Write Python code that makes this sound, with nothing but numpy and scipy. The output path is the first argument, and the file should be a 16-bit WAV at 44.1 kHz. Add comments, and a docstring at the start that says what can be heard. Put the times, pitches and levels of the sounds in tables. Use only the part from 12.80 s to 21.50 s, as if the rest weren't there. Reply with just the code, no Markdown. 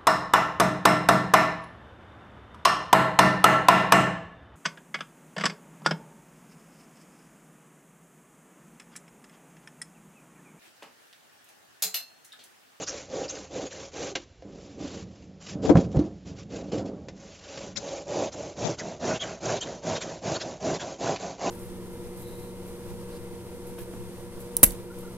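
"""A handsaw rasps and booms through a hollow foam building block outdoors, close to the listener. The first cut
snaps through; the block is turned over amid knocks and a groan of foam on foam; then a second cut begins. Dense
clicks of tearing foam beads make the rasp and drive the panel's resonances, which give the boom. Stick-slip
tones make the squeaks, filtered noise the scratches at the turns of the blade, and decaying modes the knocks;
shaped clicks make the rumble and scrape of handling."""
import sys
import numpy as np
from scipy import signal
from scipy.fft import rfft, irfft, next_fast_len
from scipy.io import wavfile
from scipy.ndimage import uniform_filter1d

SR = 44100
rng = np.random.default_rng(int(sys.argv[2]) if len(sys.argv) > 2 else 0)


def bounce(signal):
    """Save signal as a 16-bit WAV file at the path given by the first command-line argument."""
    frames = np.transpose(np.atleast_2d(signal))
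    limited = np.clip(frames, -1, 1)
    pcm = np.round(limited * 32767).astype(np.int16)
    wavfile.write(sys.argv[1], SR, pcm)


N = 383669
TIME = np.arange(N) / SR


def amp(db):
    """Level law: decibels to an amplitude factor."""
    return 10 ** (np.asarray(db) / 20)


def unit(x):
    """Normalization: scales to rms 1."""
    return x / np.sqrt(np.mean(x ** 2) + 1e-20)


def add(mix, s, sound):
    """Superposition: mixes a sound in from time s in seconds."""
    part = mix[max(round(s * SR), 0):][:len(sound)]
    part += sound[:len(part)]


def response(points, size):
    """Frequency response: gain of a (Hz, dB) table on FFT bins, interpolated over log frequency."""
    hz, db = np.transpose(points)
    bins = np.fft.rfftfreq(size, 1 / SR) + 1
    return amp(np.interp(np.log(bins), np.log(hz), db))


def colour(x, points):
    """Spectral shaping: filters by a spectrum, keeping the power of a white input."""
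    size = next_fast_len(len(x) + 2048)
    return irfft(rfft(x, size) * unit(response(points, size)), size)[:len(x)]


def wander(count, hz):
    """Low-passed noise: a smooth random signal of rms 1 that moves up to about hz times a second."""
    smoother = signal.butter(2, min(hz, SR / 4), fs=SR, output="sos")
    return unit(signal.sosfilt(smoother, rng.standard_normal(count)))


def beads(per_s, spread_db):
    """Random impulse train: clicks of bursting foam beads, many small and a few large."""
    size = amp(spread_db * np.minimum(rng.exponential(1, N), 3))
    sign = rng.choice([-1, 1], N)
    bursts = rng.random(N) < per_s / SR
    return unit(size * sign * bursts)


def in_band(x):
    """High-frequency loss: soft foam makes no very high treble; a gain roughly restores the power."""
    soft = signal.sosfilt(signal.butter(6, SR / 5, fs=SR, output="sos"), x)
    return 2 * np.sqrt(2 / 3) * soft


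def twitter(x, patchy_db=2.0):
    """Random local resonance: beads squeal in patches about 340 Hz wide and 17 ms long."""
    z = signal.stft(x, nperseg=512)[2]
    patches = uniform_filter1d(rng.standard_normal(z.shape), size=4, axis=0)
    patches = unit(uniform_filter1d(patches, size=3, axis=1))
    return signal.istft(z * unit(amp(patchy_db * patches)), nperseg=512)[1][:N]


def swing(start, length, top):
    """Kinematics of the arm: samples of one movement and its speed 0-1, from rest to top to rest."""
    at = np.arange(max(round(start * SR), 0), min(round((start + length) * SR), N))
    top_s = length * np.clip(top, .1, .9)
    progress = np.interp(at / SR - start, [0, top_s, length], [0, .5, 1])
    return at, np.abs(np.sin(np.pi * progress))


# Spectrum of the outdoor air. Each row: frequency in Hz, relative density in dB per Hz.
AIR_SPECTRUM = [(20, -17), (45, -1.5), (75, 6.5), (130, -2.5), (240, -7), (400, -11), (550, -9.5),
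                (1000, -24), (2000, -23), (7500, -27.5)]


def outdoor_air(air_db=-55, gust_db=0.5):
    """Broadband noise: soft air whose level drifts slowly."""
    gusts = amp(gust_db * wander(N, 1.6))
    return amp(air_db) * colour(rng.standard_normal(N) * gusts, AIR_SPECTRUM)


def yard(x, near_db=-11, near_t60=0.12, far_db=-25, far_t60=1.0):
    """Scattering: quick reflections from the ground and the worker, and a faint tail from the site."""
    t = np.arange(SR) / SR
    taps = rng.choice([-1, 1], SR) * (rng.random(SR) < 2000 / SR) * (t > .004)
    near = amp(near_db) * unit(taps * amp(-60 * t / near_t60))
    far = amp(far_db) * unit(taps[::-1] * amp(-60 * t / far_t60))
    return x + signal.fftconvolve(x, (near + far) / np.sqrt(SR))[:N]


# Shoves of the hands that set the block shuddering. Each row: start in seconds, rise in seconds,
# rumble t60 in seconds, relative rumble level in dB, rub level in dB.
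SHOVES = [(1.35, 0.013, 0.29, -56, -42), (1.621, 0.058, 5.7, -50.5, -47),
          (1.958, 0.059, 0.99, -43.5, -36.5), (2.12, 0.024, 0.74, -38, -42), (2.2, 0.3, 1.5, -50, -57.5),
          (2.659, .12, 1.5, -36.5, -39), (2.819, 0.034, 0.57, -34.5, -25.5), (2.89, 0.011, 0.27, -30, -17),
          (2.939, 0.012, 0.58, -22, -21), (3.129, 0.036, 0.65, -29, -27), (3.45, 0.0067, 2, -41, -46.5),
          (3.699, 0.033, 1.8, -40.5, -35), (3.913, 0.017, 1.5, -34.5, -29.5),
          (4.721, 0.14, 1.9, -44.5, -53)]
# Foam sliding on foam, dirt or glove. Each row: start in seconds, length in seconds,
# moment of top speed as a share 0-1, rasp level in dB.
SCRAPES = [(1.37, 0.083, 0.48, -51), (1.66, 0.35, 0.6, -56), (1.979, .18, 0.5, -46.5),
           (2.098, 0.15, .6, -47.5), (2.22, 0.3, 0.45, -63.5), (2.597, .16, 0.77, -43.5),
           (2.818, 0.064, 0.76, -38), (2.882, 0.042, 0.05, -43), (2.952, .12, 0, -46),
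           (3.101, 0.2, 0.2, -54.5), (3.451, 0.095, .3, -51.5), (3.548, 0.095, 0.56, -51),
           (3.69, 0.14, 0.6, -46.5), (3.822, 0.17, 0.13, -56.5), (3.916, .12, 0.04, -44.5),
           (4.039, 0.063, 0.7, -54), (4.446, 0.42, 0.9, -48)]
# Spectra of rumble, rub and sliding foam. Each row: frequency in Hz, relative density in dB per Hz.
RUMBLE_SPECTRUM = [(25, -29.5), (60, -8.5), (95, -.5), (140, -2), (200, 6.5), (260, -9.5), (340, -8.5),
                   (600, -33.5), (1500, -60.5)]
RUB_SPECTRUM = [(120, -31), (260, 8), (345, 2.5), (420, 3.5), (530, 2), (700, -4.5), (950, -16),
                (1500, -24.5), (3000, -50)]
SLIDE_SPECTRUM = [(150, -25.5), (500, 2), (1200, 0), (2000, -1.5), (2800, 2), (3800, -1), (5000, 0.5),
                  (6300, 0.5), (7400, 1)]
RUB_SHARE = 0.69  # the rubbing dies in this share of the rumble's t60


def handling(rumble_db=1.5, jolt_db=1.0, slide_power=0.73, catch_db=2.0):
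    """Friction noise: the block is lifted, turned and pressed down; it rumbles and its faces scrape."""
    shudder_power, rub_power, slide = np.zeros((3, N))
    t = np.arange(2 * SR) / SR
    for start, rise, t60, low_db, mid_db in SHOVES:
        attack = np.minimum(t / rise, 1)
        fade_db = -60 * np.maximum(t - rise, 0) / t60
        add(shudder_power, start, (attack * amp(low_db + fade_db)) ** 2)
        add(rub_power, start, (attack * amp(mid_db + fade_db / RUB_SHARE)) ** 2)
    jolts = unit(amp(jolt_db * wander(N, 20.7)))
    shaking = beads(3000, 0.61) * jolts * np.sqrt(shudder_power)
    rumble = amp(rumble_db) * colour(shaking, RUMBLE_SPECTRUM)
    rub = colour(beads(3000, 2.8) * jolts * np.sqrt(rub_power), RUB_SPECTRUM)
    for start, length, top, db in SCRAPES:
        at, speed = swing(start, length, top)
        slide[at] += amp(db) * speed ** slide_power
    grit = beads(14000, 2.2) * unit(amp(catch_db * wander(N, 50)))
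    scrape = twitter(in_band(colour(grit * slide, SLIDE_SPECTRUM)))
    return rumble + rub + scrape


# Knocks on the block. Each row: time in seconds, relative level in dB, pitch of the push in Hz
# (soft is low), level of the crack of breaking beads in dB.
BLOWS = [(1.353, -44, 690, -28.5), (1.3552, -25, 450, -21.5), (1.623, -35, 593, -54),
         (2.754, -26.5, 225, -84), (2.894, -10.5, 750, -32.5), (2.9, -3.5, 385, -38), (2.952, -5, 168, -45),
         (2.956, -5.5, 1100, -40), (2.971, -6.5, 177, -32.5), (3.146, -23, 610, -62),
         (3.169, -11, 129, -44), (3.191, -11.5, 265, -41.5), (3.745, -28, 450, -54), (3.931, -21, 383, -55),
         (4.285, -36, 492, -38), (4.775, -35.5, 500, -37), (8.361, -34, 1313, -31.5)]
# Modes of the struck block. Each row: frequency in Hz, relative level in dB, t60 in seconds.
BLOCK_MODES = [(72, -9, 0.24), (159.44, -30, 0.15), (200, -13, 0.25), (235, -16, 0.078), (307, -4, 0.22),
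               (347, -6.5, 0.27), (414, -16, 0.088), (528, 3.5, 0.079), (688, -2, 0.068), (750, -3, 0.036),
               (1020, 0, 0.011), (1337, -17.5, 0.052), (1730, -12, .05)]
# Spectrum of crushed beads. Each row: frequency in Hz, relative density in dB per Hz.
CRACK_SPECTRUM = [(200, -5), (700, 6), (1200, -0.5), (1900, 5.5), (3500, 2), (6000, -1), (7500, -5)]


def blows(push_db=-5, ring_db=-2, crack_t60=0.059):
    """Modal excitation: a soft push and rebound sets the block ringing, with a crack of crushed beads."""
    out, t = np.zeros(N), np.arange(SR // 2) / SR
    ring = sum(amp(db - 60 * t / t60) * np.sin(2 * np.pi * hz * t) for hz, db, t60 in BLOCK_MODES)
    for s, db, hz, crack_db in BLOWS:
        angle = 2 * np.pi * hz * t
        push = -np.sin(angle) * angle ** 2 * np.exp(-angle / 2)
        rung = signal.fftconvolve(push, ring)[:len(t)]
        thud = amp(push_db) * push / abs(push).max() + amp(ring_db) * rung / abs(rung).max()
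        crack = colour(rng.standard_normal(len(t)) * amp(-60 * t / crack_t60), CRACK_SPECTRUM)
        add(out, s, amp(db) * thud + amp(crack_db) * crack)
    return out


# Foam squeaking on the blade or groaning on foam. Each row: start in seconds, length in seconds,
# pitch at mid-length in Hz before jitter, glide in octaves, relative level in dB, roughness 0-1.
SQUEAKS = [(0.014, 0.036, 6580, -0.73, -32.5, 0.53), (0.062, 0.054, 5950, 0.18, -27.5, 0.66),
           (0.479, 0.043, 6150, 0.67, -32, 0.47), (1.304, 0.046, 395.4, -.2, -39, 0.05),
           (2.889, 0.045, 375.7, -0.884, -15.5, 0.18), (4.956, 0.035, 4150, 2.1, -26.5, 0.78),
           (5.516, 0.044, 6800, 0.82, -41, 0.65), (5.981, 0.03, 5427, 1.5, -31, 0.82),
           (5.991, 0.033, 1893, -.8, -34, 0.65), (6.329, 0.048, 2784, 0.28, -36.5, 0.5),
           (6.393, 0.051, 3330, -.15, -32, .12), (6.428, .022, 2080, -1.4, -32, 0.72),
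           (6.65, 0.016, 6050, 0.77, -34, 0.22), (6.805, 0.02, 6850, 0.35, -32, 0.54),
           (6.807, 0.035, 3190, -.1, -33, 0.15)]
# Spectrum of a rough slip. Each row: frequency in Hz, relative density in dB per Hz.
SCRATCH_SPECTRUM = [(500, -7), (1450, 6.5), (2300, -1), (3600, -7), (5000, 6.5), (7500, 9.5)]


def squeaks(arch=.2, jitter_hz=500, overtone_db=-13, clean_db=-1):
    """Stick-slip: an arched, unsteady pitch that roughness breaks up into a scratch of squealing beads."""
    tones, scratches = np.zeros((2, N))
    for start, length, hz, glide, db, rough in SQUEAKS:
        u = np.linspace(0, 1, round(length * SR))
        jitter = (.02 + .25 * rough ** 2) * wander(len(u), min(jitter_hz, hz / 3))
        octaves = glide * (u - .5) - arch * (2 * u - 1) ** 2 + jitter
        phase = 2 * np.pi * np.cumsum(hz * 2 ** octaves) / SR
        grip = amp(3 * wander(len(u), 250))
        tone = unit(grip * (np.sin(phase) + amp(overtone_db) * np.sin(2 * phase)))
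        scratch = in_band(colour(rng.standard_normal(len(u)), SCRATCH_SPECTRUM))
        swell = amp(db) * np.sin(np.pi * u)
        add(tones, start, amp(clean_db) * (1 - rough ** 2) * tone * swell)
        add(scratches, start, rough ** 2 * scratch * swell)
    return tones + twitter(scratches, patchy_db=3.5)


# Cycles of the saw, a light pull back and then a cutting push. Each row: start in seconds,
# pull length in seconds, push length in seconds, pull rasp in dB, push rasp in dB, push boom in dB,
# scratch at the turn in dB; all levels are relative.
CYCLES = [(-.34, 0.2, .2, -49, -37, -33.5, -47), (0.054, 0.22, 0.22, -40, -39.5, -35.5, -40),
          (0.471, 0.22, 0.21, -42.5, -40, -36, -42), (.891, 0.22, 0.23, -42.5, -37, -37.5, -42),
          (4.335, 0.25, .36, -51.5, -45.5, -46, -70), (4.95, 0.3, .255, -41, -36, -29.5, -56),
          (5.502, .25, 0.21, -43.5, -35, -30.5, -47), (5.961, 0.23, 0.2, -44.5, -34, -29.5, -48),
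          (6.388, 0.21, .21, -41.5, -34, -30.5, -36.5), (6.796, 0.22, .192, -43.5, -35, -30.5, -37),
          (7.192, 0.22, 0.19, -43, -34.5, -30.5, -33), (7.584, 0.21, 0.2, -43, -35, -30.5, -34),
          (7.98, 0.2, 0.2, -41.5, -34, -29, -37), (8.375, 0.2, 0.21, -41.5, -34, -29.5, -45.5)]
PULL_BRAKE_S, PUSH_BRAKE_S = .15, .095  # the arm slows down over this time at the end of a stroke
OVERLAP_S = 0.014  # a pull dies away into the next push
PULL_BOOM_DB = -9.5  # a pull shakes the panel less than a push


def strokes():
    """Reciprocating motion: yields start s, length s, top speed share, rasp dB, boom dB, pulling 0 or 1."""
    for start, pull, push, pull_db, push_db, boom_db, _ in CYCLES:
        pull_s = pull + OVERLAP_S
        yield start, pull_s, 1 - PULL_BRAKE_S / pull_s, pull_db, boom_db + PULL_BOOM_DB, 1
        yield start + pull, push, 1 - PUSH_BRAKE_S / push, push_db, boom_db, 0


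# Scratch of the turning blade. Each row: frequency in Hz, relative density in dB per Hz.
TURN_SPECTRUM = [(500, -9), (1000, -1), (1500, 3), (2300, -3), (3500, 2.5), (5000, -3), (7500, 0.5)]
CATCH_AFTER_S, CATCH_S = .011, .042  # the blade catches just after a pull begins
JAM_BEFORE_S, JAM_S, JAM_DB = 0.044, 0.042, 0.5  # and jams just before a push ends


def turns():
    """Low-speed friction: the blade jams as a push ends and catches as the pull begins."""
    level = np.zeros(N)
    for start, *_, db in CYCLES:
        at, speed = swing(start - JAM_BEFORE_S, JAM_S, 0.43)
        level[at] += amp(db + JAM_DB) * speed
        at, speed = swing(start + CATCH_AFTER_S, CATCH_S, .5)
        level[at] += amp(db) * speed
    scratch = colour(rng.standard_normal(N), TURN_SPECTRUM)
    return twitter(in_band(scratch) * level, patchy_db=4.5)


# Narrow resonances of the steel blade. Each row: frequency in Hz, width in Hz, boost in dB.
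BLADE_MODES = [(1470, 39, 1.5), (2380, 47, 3), (2725, 340, 1.5), (3950, 65, 1), (4470, 130, -0.5),
               (6390, 14, 4.5)]


def blade(x):
    """Resonance: the steel blade lifts a few narrow bands of the rasp."""
    return x + sum((amp(db) - 1) * signal.lfilter(*signal.iirpeak(hz, hz / width, SR), x)
                   for hz, width, db in BLADE_MODES)


# The panel as the cut moves through it. Each row: time in seconds, stiffness as a factor on the
# panel's pitches, bass tilt in dB, pinch of the kerf on the blade in dB.
CUT = [(0, 0.81, -4, -12), (1.199, 0.8, -3.5, -8), (4.9, 0.88, -11, -14), (5.8, 0.95, 8, -26),
       (6.3, 1.02, 4, 1), (6.801, 0.961, 1.5, -2), (7.7, 1, 5.5, -5), (8.6, 1.1, 0.5, -6)]


def cut_state(s):
    """Slowly varying boundary: stiffness, bass dB and pinch dB, interpolated at time s."""
    times, *columns = np.transpose(CUT)
    return [np.interp(s, times, column) for column in columns]


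# Blade pinched in the kerf. Each row: frequency in Hz, relative density in dB per Hz.
GRIND_SPECTRUM = [(400, -13.5), (900, -4), (1550, 6.5), (2400, -6), (4000, -16), (7500, -20)]


def grind(grind_db=-5, speed_power=1.9, chatter_db=2.0):
    """Speed-dependent friction: the kerf pinches the blade, and fast strokes grind in the middle register."""
    level = np.zeros(N)
    for start, length, top, rasp_db, _, _ in strokes():
        at, speed = swing(start, length, top)
        _, _, pinch_db = cut_state(start + length)
        level[at] += amp(rasp_db + pinch_db) * speed ** speed_power
    chatter = unit(beads(6000, 1.5) * amp(chatter_db * wander(N, 90)))
    rasping = blade(colour(chatter * level, GRIND_SPECTRUM))
    return amp(grind_db) * twitter(rasping, patchy_db=4)


# Resonances of the panel under the saw. Each row: frequency in Hz at stiffness 1, width in Hz,
# relative level in dB before the bass tilt.
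PANEL_MODES = [(114, 40, -8), (154, 63, -8), (180, 26, -5), (246, 21, -4), (344, 35, -3), (395, 30, -3),
               (480, 45, -3.5), (545, 35, -4.5), (640, 60, 2), (728, 83, -7), (930, 120, -10)]


def panel(force, stiffness, bass_db, bass_hz=300, lowest_hz=105, highest_hz=1080):
    """Plate resonance: stiffness scales the mode pitches; a separate tilt raises or lowers the bass."""
    size = next_fast_len(len(force) + SR // 10)
    f = np.fft.rfftfreq(size, 1 / SR) + 1
    power = np.zeros(len(f))
    for hz, width, db in PANEL_MODES:
        mode_db = db + bass_db / (1 + (hz / bass_hz) ** 4)
        detuning = (f ** 2 - (hz * stiffness) ** 2) / (f * width)
        power += amp(mode_db) ** 2 / (1 + detuning ** 2)
    # the panel is too small to radiate deep bass and too soft to carry treble
    power /= (1 + (lowest_hz / f) ** 4) * (1 + (f / highest_hz / stiffness) ** 6)
    return irfft(rfft(force, size) * unit(np.sqrt(power)), size)


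# Spectrum of the tearing teeth. Each row: frequency in Hz, relative density in dB per Hz.
RASP_SPECTRUM = [(150, -18), (500, 4), (1200, -0.5), (1600, -3), (2100, -1), (3100, -2), (4400, -1),
                 (5300, -0.5), (6300, 3.5), (7400, 0.5)]
PULL_PEAK_HZ, PULL_PEAK_WIDTH_HZ, PULL_PEAK_DB = 541, 21, 4  # a narrow band raised in these pulls


def saw(boom_power=1.25, teeth_hz=420, rasp_trim_db=-2, boom_trim_db=2.5, judder_db=0.24, catch_db=1.08):
    """Dense impulsive excitation: teeth tear beads; rasp follows blade speed, boom grows faster."""
    blade_speed, rasp, boom = np.zeros((3, N))
    tugs = unit(beads(9000, 1.2) * amp(judder_db * wander(N, 60)))
    peak = signal.lfilter(*signal.iirpeak(PULL_PEAK_HZ, PULL_PEAK_HZ / PULL_PEAK_WIDTH_HZ, SR), tugs)
    for start, length, top, rasp_db, boom_db, pulling in strokes():
        at, speed = swing(start, length, top)
        blade_speed[at] = speed
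        rasp[at] += amp(rasp_db) * speed
        drive = tugs[at] + (amp(pulling * PULL_PEAK_DB) - 1) * peak[at]
        force = drive * amp(boom_db) * (speed ** boom_power + 0.02)
        stiffness, bass_db, _ = cut_state(start)
        add(boom, start, panel(force, stiffness, bass_db))
    # each passing tooth lifts the rasp a little
    tooth_rate = teeth_hz * blade_speed * (1 + .15 * wander(N, 80))
    teeth = 1 + .3 * np.cos(2 * np.pi * np.cumsum(tooth_rate) / SR)
    tearing = unit(beads(20000, 1.5) * teeth * amp(catch_db * wander(N, 70)))
    hiss = twitter(blade(in_band(colour(tearing * rasp, RASP_SPECTRUM))))
    return amp(rasp_trim_db) * hiss + amp(boom_trim_db) * boom


# Brief swings of the sound to the left. Each row: centre in seconds, length in seconds, lean 0-1.
LEANS = [(2.889, 0.041, 0.9), (4.981, 0.037, 0.83), (5.861, 0.036, 0.99)]


def scene():
    """Superposition and panning: all sources over soft outdoor air, nearly mono."""
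    sources = saw() + grind() + turns() + squeaks() + handling() + blows()
    mono = yard(sources) + outdoor_air()
    lean = sum(share * np.exp(-(2 * (TIME - s) / length) ** 4) for s, length, share in LEANS)
    return mono * np.array([1 + lean, 1 - lean])


# Stereo balance. Each row: frequency in Hz, left level over right in dB.
LEFT_RIGHT = [(20, -2), (900, -1.24), (1500, 0), (8000, 0)]
EDGE_HZ = 7500  # upper band limit
OVERLOAD = .85  # amplitude that the rounded peaks approach


def record(dry):
    """Soft saturation and band limiting: lows sit slightly right, hard knocks round off, treble ends."""
    size = next_fast_len(N)
    tilt = np.sqrt(response(LEFT_RIGHT, size))
    tilted = irfft(rfft(dry, size) * np.array([tilt, 1 / tilt]), size)[:, :N]
    rounded = tilted / (1 + (tilted / OVERLOAD) ** 4) ** .25
    low_pass = signal.firwin(801, EDGE_HZ, window=("kaiser", 8), fs=SR)
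    return signal.oaconvolve(rounded, low_pass[None], "same")


dry = scene()
out = record(dry)
bounce(out)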